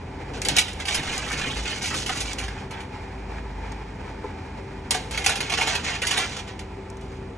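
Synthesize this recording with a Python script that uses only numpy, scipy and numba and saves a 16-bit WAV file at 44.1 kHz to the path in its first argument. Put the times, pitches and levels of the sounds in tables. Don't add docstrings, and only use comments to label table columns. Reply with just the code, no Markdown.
import sys
import numpy as np
from scipy import signal
from scipy.fft import rfft, irfft
from scipy.io import wavfile
from scipy.ndimage import uniform_filter1d
from numba import njit

SR = 44100
rng = np.random.default_rng(int(sys.argv[2]) if len(sys.argv) > 2 else 0)


def file_out(sig):
    cols = np.atleast_2d(sig).T
    lim = np.clip(cols, -1, 1)
    pcm = np.round(lim * 32767).astype(np.int16)
    wavfile.write(sys.argv[1], SR, pcm)


N = 325017
T = np.arange(N) / SR
FFT_SIZE = 2 ** 19
HZ = np.arange(FFT_SIZE // 2 + 1) * SR / FFT_SIZE + 1e-3
SECOND_BOTTLE_S = 4.5

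# f/Hz, level/dB
FAN_SPECTRUM = [(18, -34), (30, -9.5), (86, 4.5), (108, -9.5), (272, -10.5), (350, -30), (387, -1),
                (439, -21), (689, -31), (863, -21), (1970, -21.5), (2450, -21), (2700, -29.5), (3980, -33),
                (6570, -38.5), (9500, -41), (12000, -88), (15600, -117), (22000, -120)]
ROLLER_SPECTRUM = [(30, -28), (70, -7.5), (125, 0.5), (175, -6), (270, -4), (350, -7), (480, -6),
                   (620, -15.5), (1000, -18), (3000, -46.5)]
BELT_SPECTRUM = [(300, -21), (650, -3), (870, 9.5), (1100, -4), (1700, -1.5), (2450, -2), (2680, -13),
                 (5000, -16.5), (11000, -30)]
# start/s, end/s, boost/dB
ROLLER_LOADS = [(0.282, 0.59, 5), (0.924, 2.414, 2.5), (4.898, 5.85, 2.5)]
# middle/s, length/s, boost/dB
GUIDE_RUBS = [(2.56, 0.21, 3), (2.781, 0.17, 8), (2.955, 0.12, 3), (3.117, 0.39, 3.5), (3.365, 0.22, 5),
              (3.674, 0.29, 6.5), (4.08, 0.075, 4), (4.282, 0.11, 3), (4.76, .2, 3)]
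# middle/s, length/s, level/dB
MOTOR_SURGES = [(0.45, 0.7, -40), (1.276, 0.39, -37.5), (1.607, 0.15, -30), (2.04, 0.24, -37.5),
                (2.26, 0.18, -35), (2.467, 0.29, -33.5), (3.515, 1.23, -34.5), (4.75, 0.28, -39),
                (5.183, 0.2, -35.5), (5.997, 0.34, -42), (6.713, 0.19, -39.5)]
# f/Hz, level/dB, beat rate/Hz, beat depth (0-1)
HUM_TONES = [(80.3, -46.5, 1.18, 0.1), (99.3, -48, 0.41, 0.07), (132.6, -51, 0.87, 0.66),
             (194.5, -49, 0.713, 0), (260.7, -55.5, 0.89, 0.25), (300.5, -55, 0.52, 0.26),
             (470, -66, 0.57, 0), (663, -60, 0.643, 0.13), (764, -57, 0.95, 0.1), (873, -53, 1.215, 0.22),
             (988, -58.5, 0.63, 0.3)]
# middle/s, length/s, level/dB
WHINE_SWELLS = [(0.1, 1, -57), (4.7, 0.47, -45.5), (7.04, 1.2, -43.5)]
# t/s, level/dB
CABINET_DROPS = [(4.238, -23)]
# t/s, level/dB
CHUTE_BUMPS = [(0.462, -28.5), (0.512, -26.5), (0.58, -27), (0.99, -24), (1.105, -29.5), (1.33, -25),
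               (1.465, -26), (1.95, -24.5), (2.105, -26), (4.948, -21.5), (5.27, -28), (5.524, -24),
               (5.585, -22), (5.67, -25)]
# f/Hz, level/dB, time to fade by 60 dB/s
CABINET_MODES = [(314, -5, 0.1), (414, 0.5, 0.12), (488, -3, 0.1), (865, -4, .12), (1025, -3, 0.08),
                 (1310, -9, 0.079), (2060, -18, .05)]
FIRST_BUMP_MODES = [(149.3, -0.5, 0.2), (263, -2, 0.16), (303, -5, 0.14), (478, -4, 0.12),
                    (770, -13, 0.064)]
SECOND_BUMP_MODES = [(445, -4.5, 0.18), (751, 2, 0.17), (880, -5, .08), (1760, -8, .06)]
# start/s, length/s, level/dB, centre f/Hz
CHUTE_SLIDES = [(0.926, 0.22, -44, 1950), (0.965, .035, -35.5, 2320), (1.068, 0.036, -35, 2250),
                (1.119, 0.42, -39.5, 2070), (1.39, 0.086, -38, 2450), (1.549, 0.041, -40.5, 2250),
                (1.646, 0.085, -36, 2550), (1.803, .08, -45.5, 2300), (1.899, 0.052, -35.5, 1700),
                (2.094, 0.086, -40.5, 1590), (2.391, 0.057, -42.5, 1720), (2.555, 0.027, -44, 1720),
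                (2.726, 0.052, -45, 1900), (5.57, 0.23, -41.5, 1605), (5.852, .04, -39, 2700),
                (5.921, 0.046, -37.5, 2310), (6.023, 0.028, -30.5, 2200), (6.104, .16, -37, 1870),
                (6.347, 0.056, -46, 2000)]
# t/s, level/dB
RIM_TICKS = [(0.4173, -9.5), (0.45, -10.5), (0.4854, -4.5), (0.5661, -5), (0.585, -3), (0.6822, -24),
             (0.732, -24), (1.179, -11.5), (1.319, -18), (2.332, -15.5), (3.72, -30), (4.908, -5),
             (5.263, -2.5), (6.594, -29), (6.901, -30), (6.9701, -34), (7.011, -34.5)]
# start/s, length/s, level/dB, treble lift/dB
RUB_STROKES = [(0.33, 0.035, -37.5, -6), (0.437, 0.11, -36, -4), (0.542, 0.032, -29.5, -7),
               (0.772, 0.064, -39, -2.5), (0.861, 0.13, -28.5, 1), (0.996, 0.47, -30.5, 2.5),
               (1.364, 0.23, -33, 3), (1.612, 0.16, -32, 2.5), (1.803, 0.21, -31, 11),
               (2.054, 0.17, -33, 8.5), (2.236, 0.085, -33.5, 1), (2.375, 0.062, -33.5, 0),
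               (2.462, 0.17, -49, -7), (4.927, 0.023, -31.5, -11), (5.107, 0.16, -41.5, -17),
               (5.268, 0.059, -27.5, -8), (5.347, 0.13, -34.5, -10), (5.486, 0.039, -31, -13),
               (5.562, 0.2, -25, -3.5), (5.826, 0.13, -32, -9), (6.043, 0.13, -28.5, 3),
               (6.111, 0.1, -27.5, -2), (6.224, 0.13, -34.5, -2), (6.33, 0.049, -34.5, -2),
               (6.464, 0.014, -43, -10), (6.994, 0.17, -54.5, -3)]
# t/s, level/dB, dent f/Hz, treble lift/dB, rise time/s
WALL_SNAPS = [(0.417, -20, 2470, 4, 0.0018), (0.4496, -15, 2940, 3, .003), (0.4853, -9.5, 5820, 1, 0.0007),
              (0.5656, -9.5, 3000, 12, 0.00065), (0.5724, -13, 1810, 2, 0.0013),
              (0.584, -7.5, 3050, 17, 0.00065), (0.6816, -24, 2930, -6, .0007),
              (0.792, -22.5, 2072, -8, 0.011), (0.853, -21, 2230, 7, 0.0017),
              (0.884, -16.5, 2600, -4, 0.0017), (0.943, -16, 2150, 20, 0.0028),
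              (1.027, -25, 2420, -4, 0.0059), (1.128, -26, 2280, -5, 0.0074),
              (1.323, -18, 2440, -3, 0.0075), (1.84, -18.5, 2670, 1, 0.004), (1.936, -18, 1530, 5, 0.008),
              (2.059, -23.5, 2546, 18, 0.0044), (2.09, -16.5, 1800, -10, .005),
              (2.2019, -23, 6870, 22, 0.0041), (2.381, -24.5, 2260, 17, .005),
              (2.477, -30, 1506, -17, 0.0055), (2.498, -38, 1730, -12, 0.0087),
              (2.7074, -33, 2200, 15, 0.0022), (2.801, -30, 2250, -1, .004), (4.907, -8, 6830, 7.5, 0.0011),
              (4.936, -13.5, 1914, 4, 0.012), (5.109, -22.5, 2020, 9.5, 0.0016),
              (5.142, -27, 2360, -15, 0.0067), (5.1739, -14.5, 2604, -1.5, 0.0018),
              (5.235, -15.5, 2525, 5, 0.011), (5.2612, -5.5, 2480, 7, 0.0011),
              (5.2931, -9.5, 1770, 1, 0.001), (5.3547, -17.5, 2670, 5, 0.0016),
              (5.404, -14.5, 2510, 3, 0.001), (5.4976, -19, 2520, 2, 0.00049),
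              (5.521, -17, 1980, -1, 0.0023), (5.5752, -16, 1510, -8, 0.0012),
              (5.603, -13.5, 2430, -8, 0.01), (5.668, -13.5, 1990, 1, 0.0062),
              (5.745, -16.5, 1400, 5, .008), (6.015, -13.5, 2287, 0, 0.0052),
              (6.064, -14.5, 2790, 13, 0.0071), (6.1, -10, 2700, 0.5, 0.013), (6.17, -10, 2260, 0.5, 0.008),
              (6.592, -26.5, 2340, -5.5, 0.00056)]
# f/Hz, level/dB
PLASTIC_SPECTRUM = [(100, -28), (250, -10.5), (500, -2), (1100, -0.5), (2000, 3), (3200, 3.5), (4500, 3),
                    (6800, 0.5), (8200, -3), (10500, 3), (12000, -15)]
# f/Hz, width/Hz, level/dB
FIRST_WALL_MODES = [(792, 99, 8), (1460, 120, -0.5), (2250, 133, 3), (2920, 130, -11), (6170, 170, -12)]
SECOND_WALL_MODES = [(451, 30, 7.5), (767, 70, 5), (870, 85, 2.5), (1380, 58, -0.5), (1960, 52, -4),
                     (2250, 290, -4.5), (6600, 300, -5)]
# f/Hz, level/dB
STEREO_WIDTH = [(100, -47), (170, -43.5), (310, -24), (400, -14), (620, 0.5), (800, -7), (1150, -5),
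                (1900, -25.5), (2600, -5), (5000, -4.5), (6000, -19), (11000, -20)]
# f/Hz, level/dB, phase lag/rad
MIC_BALANCE = [(320, 0, 0), (380, -2, 0), (540, -3.5, -0.2), (620, 0, 0), (2200, 0.3, 0), (2850, 10, 0.3),
               (3200, 9, 1.4), (3700, 3, 1.7), (4550, 2, 1.9), (5000, 6, 4.2), (5300, 0.5, 6.2),
               (7200, 0.3, 6.9), (8700, 0, 8.3), (11500, 0, 9.3)]


def undb(db):
    return 10 ** (np.asarray(db) / 20)


def unit(x):
    return x / np.sqrt(np.mean(x ** 2))


def curve(points, column=1):
    points = np.array(points)
    return np.interp(np.log(HZ), np.log(points[:, 0]), points[:, column])


def filtered(x, response):
    return irfft(rfft(x, FFT_SIZE) * response)[..., :N]


def causal(db):
    cepstrum = irfft(np.log(undb(db)))
    cepstrum[1:FFT_SIZE // 2] *= 2
    cepstrum[FFT_SIZE // 2 + 1:] = 0
    return np.exp(rfft(cepstrum))


@njit
def resonate(x, hz, width):
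    y, band, low = np.empty(len(x)), 0., 0.
    for i in range(len(x)):
        tuning, damping = np.tan(np.pi * hz[i] / SR), width / hz[i]
        swing = (band + tuning * (x[i] - low)) / (1 + tuning * (tuning + damping))
        band, low = 2 * swing - band, low + 2 * tuning * swing
        y[i] = damping * swing
    return y


def fade(t, t60):
    return undb(-60 * t / t60)


def swell(middle_s, length_s):
    return np.cos(np.pi * np.clip((T - middle_s) / length_s, -.5, .5))


def ramp(start_s, length_s):
    return np.clip((T - start_s) / length_s, 0, 1)


def wobble(per_s):
    hold = int(SR / per_s)
    steps = np.repeat(rng.standard_normal(N // hold + 1), hold)
    return unit(uniform_filter1d(uniform_filter1d(steps, hold), hold)[:N])


def add(track, s, sound):
    i = int(s * SR)
    track[i:i + len(sound)] += sound[:N - i]


def diffuse():
    mid, side = rng.standard_normal((2, N))
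    side = filtered(side, undb(curve(STEREO_WIDTH)))
    return np.array([mid + side, mid - side])


def wash(spectrum):
    return unit(filtered(diffuse(), undb(curve(spectrum))))


def fan(level_db=-42.5, flutter_db=0.5):
    return wash(FAN_SPECTRUM) * undb(level_db + flutter_db * wobble(8.3))


def conveyor(roller_db=-41.5, belt_db=-45.5, judder_db=1.1, chatter_db=1.5, load_ramp_s=0.019):
    judder = undb(judder_db * wobble(60))
    load_db = sum(db * (ramp(start, load_ramp_s) - ramp(end, load_ramp_s))
                  for start, end, db in ROLLER_LOADS)
    rub_db = sum(db * swell(s, length) for s, length, db in GUIDE_RUBS) + chatter_db * wobble(35)
    held_up_db = -8 * ramp(start_s=6.27, length_s=1)
    rollers = wash(ROLLER_SPECTRUM) * undb(roller_db + load_db)
    belt = wash(BELT_SPECTRUM) * undb(belt_db + rub_db + held_up_db)
    return (rollers + belt) * judder


def motor_tone(hz, wander_hz):
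    return np.sqrt(2) * np.sin(2 * np.pi * np.cumsum(hz + wander_hz * wobble(12)) / SR)


def motors(idle_db=-45, unrest_db=2, whine_idle_db=-51.5, beat_peak_s=0.21):
    load = undb(idle_db + unrest_db * wobble(8))
    for s, length, db in MOTOR_SURGES:
        load = np.maximum(load, undb(db) * swell(s, length))
    hum = load * motor_tone(hz=53.1, wander_hz=1.83)
    for hz, db, beat_hz, depth in HUM_TONES:
        beat = 1 + depth * np.cos(2 * np.pi * beat_hz * (T - beat_peak_s))
        hum += undb(db) * motor_tone(hz, wander_hz=1.0) * beat
    singing = sum(undb(db) * swell(s, length) for s, length, db in WHINE_SWELLS)
    whine = np.hypot(undb(whine_idle_db), singing) * motor_tone(hz=385.6, wander_hz=0.79)
    return hum + whine


def knocks(blows, modes, rattle_db, rattle_t60, rise_s, detune):
    out, t = np.zeros(N), T[:SR // 2]
    for s, db in blows:
        ring = np.zeros(len(t))
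        for hz, mode_db, t60 in modes:
            pitch = hz * (1 + detune * rng.standard_normal())
            ring += undb(mode_db) * np.sin(2 * np.pi * (pitch * t + rng.random())) * fade(t, t60)
        rattle = undb(rattle_db) * rng.standard_normal(len(t)) * fade(t, rattle_t60)
        knock = (ring + rattle) * np.minimum(t / rise_s, 1)
        add(out, s, undb(db) * knock / np.abs(knock).max())
    return out


def drop():
    return knocks(CABINET_DROPS, CABINET_MODES,
                  rattle_db=-18, rattle_t60=0.048, rise_s=0.0085, detune=0.012)


def bumps():
    early = [(s, db) for s, db in CHUTE_BUMPS if s < SECOND_BOTTLE_S]
    late = [(s, db) for s, db in CHUTE_BUMPS if s >= SECOND_BOTTLE_S]
    first = knocks(early, FIRST_BUMP_MODES, rattle_db=-19, rattle_t60=.04, rise_s=.006, detune=.065)
    second = knocks(late, SECOND_BUMP_MODES, rattle_db=-23, rattle_t60=.04, rise_s=.0022, detune=.01)
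    return first + second


def scrape(spread_octaves=0.456, slip_t60=0.012, scatter_db=4, rise_s=0.0068, count=120):
    out, t = np.zeros(N), T[:SR // 20]
    for start, length, db, hz in CHUTE_SLIDES:
        slips = np.zeros(N)
        times = start + rng.random(count) * length
        pitches, sizes = np.clip(rng.standard_normal((count, 2)), -2, 2).T
        for s, pitch, size in zip(times, pitches, sizes):
            ring = np.sin(2 * np.pi * hz * 2 ** (spread_octaves * pitch) * t) * fade(t, slip_t60)
            add(slips, s, undb(scatter_db * size) * ring)
        out += undb(db) * unit(slips) * np.sqrt(length * SR / N) * ramp(start, rise_s)
    return out


def ticks(t60=0.024, centre_hz=6500, width_hz=3500, gain_db=-3):
    out, t = np.zeros(N), T[:SR // 20]
    for s, db in RIM_TICKS:
        add(out, s, undb(db + gain_db) * rng.standard_normal(len(t)) * fade(t, t60))
    band_pass = 1 / (1 + 1j * (HZ / centre_hz - centre_hz / HZ) * centre_hz / width_hz)
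    return filtered(out, band_pass)


def intake(x, tube_t60=0.056, tube_db=1, hall_t60=0.62, hall_db=-12, hall_top_hz=5000, patterns=8):
    shares = np.array([wobble(24) for _ in range(patterns)])
    shares /= np.sqrt((shares ** 2).sum(0))
    tube = np.zeros((2, N))
    for share in shares:
        echoes = unit(diffuse() * fade(T, tube_t60) * (T > .002))
        tube += share * filtered(x, rfft(echoes, FFT_SIZE))
    tail = diffuse() * fade(T, hall_t60) * (T > .015)
    dull_tail = unit(filtered(tail, 1 / (1 + 1j * HZ / hall_top_hz)))
    hall = filtered(x, rfft(dull_tail, FFT_SIZE))
    return x + (undb(tube_db) * tube + undb(hall_db) * hall) / np.sqrt(N)


def brighten(x, lift_db, corner_hz=4300):
    low = signal.sosfilt(signal.butter(1, corner_hz, fs=SR, output="sos"), x)
    return low * undb(-lift_db / 2) + (x - low) * undb(lift_db / 2)


def strokes(grip_s=0.018, release_s=0.032, ease_db_per_s=10):
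    pressure, lift = np.full(N, 1e-9), np.zeros(N)
    for s, length, db, lift_db in RUB_STROKES:
        held = undb(db - ease_db_per_s * np.clip(T - s, 0, length)) * ramp(s, grip_s)
        stroke = held * np.exp(-np.maximum(T - s - length, 0) / release_s)
        lift = np.where(stroke > pressure, lift_db, lift)
        pressure = np.maximum(pressure, stroke)
    return pressure, uniform_filter1d(lift, SR // 50)


def crinkle(creases_per_s=1100, scatter_db=4, rub_db=-8, jerk_db=2.0, top_hz=8800,
            sharp_per_s=45, sharp_db=-10):
    pressure, lift_db = strokes()
    sizes = undb(scatter_db * np.minimum(rng.exponential(size=N), 4)) * rng.choice([-1, 1], N)
    creases = unit(sizes * (rng.random(N) < creases_per_s / SR))
    rub = undb(rub_db) * rng.standard_normal(N)
    soft = filtered(creases + rub, 1 / np.sqrt(1 + (HZ / top_hz) ** 20))
    clicks = rng.choice([-1., 1.], N) * (rng.random(N) < sharp_per_s / SR)
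    sharp = undb(sharp_db) * unit(brighten(clicks, lift_db=12))
    return brighten(soft + sharp, lift_db) * pressure * undb(jerk_db * wobble(60))


def snaps(crack_t60=0.016, dent_t60=0.02, dent_db=-7, dent_spread=0.239, crunch_s=0.03, crunch_db=-1):
    out, t = np.zeros(N), T[:SR // 6]
    for s, db, hz, lift_db, rise_s in WALL_SNAPS:
        hiss, creases, chance = rng.standard_normal((3, len(t)))
        rise = np.minimum(t / rise_s, 1) ** 2
        since_peak = np.maximum(t - rise_s, 0)
        crack = unit(hiss * rise * fade(since_peak, crack_t60))
        pitches = hz * np.exp(dent_spread * rng.standard_normal((8, 1)))
        ring = np.sin(2 * np.pi * (pitches * t + rng.random((8, 1)))).sum(0)
        dent = undb(dent_db) * unit(ring * rise * fade(since_peak, dent_t60))
        burst = unit(creases * (chance > 1) * rise * np.exp(-(t / crunch_s) ** 2))
        crunch = undb(crunch_db) * brighten(burst, lift_db=-3)
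        add(out, s, undb(db) * brighten(crack + dent + crunch, lift_db))
    return out


def bottle_wall(push, modes, drift=0.043):
    wall = filtered(push, causal(curve(PLASTIC_SPECTRUM))) + 1e-18
    return wall + sum(undb(db) * resonate(wall, hz * np.exp(drift * wobble(25)), float(width))
                      for hz, width, db in modes)


def bottles(snap_db=-28, crinkle_db=-4):
    push = undb(snap_db) * snaps() + undb(crinkle_db) * crinkle()
    late = T > SECOND_BOTTLE_S
    return bottle_wall(push * ~late, FIRST_WALL_MODES) + bottle_wall(push * late, SECOND_WALL_MODES)


def scene():
    thuds = bumps() + drop()
    plastic = intake(bottles() + scrape()) + ticks()
    return thuds + plastic + motors() + conveyor() + fan()


def record(dry, top_hz=12000):
    tilt = undb(curve(MIC_BALANCE) / 2)
    lag = curve(MIC_BALANCE, column=2)
    mics = filtered(dry, np.array([1 / tilt, tilt * np.exp(-1j * lag)]))
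    low_pass = signal.ellip(8, .2, 70, top_hz, fs=SR, output="sos")
    return signal.sosfilt(low_pass, np.tanh(mics))


dry = scene()
out = record(dry)
file_out(out)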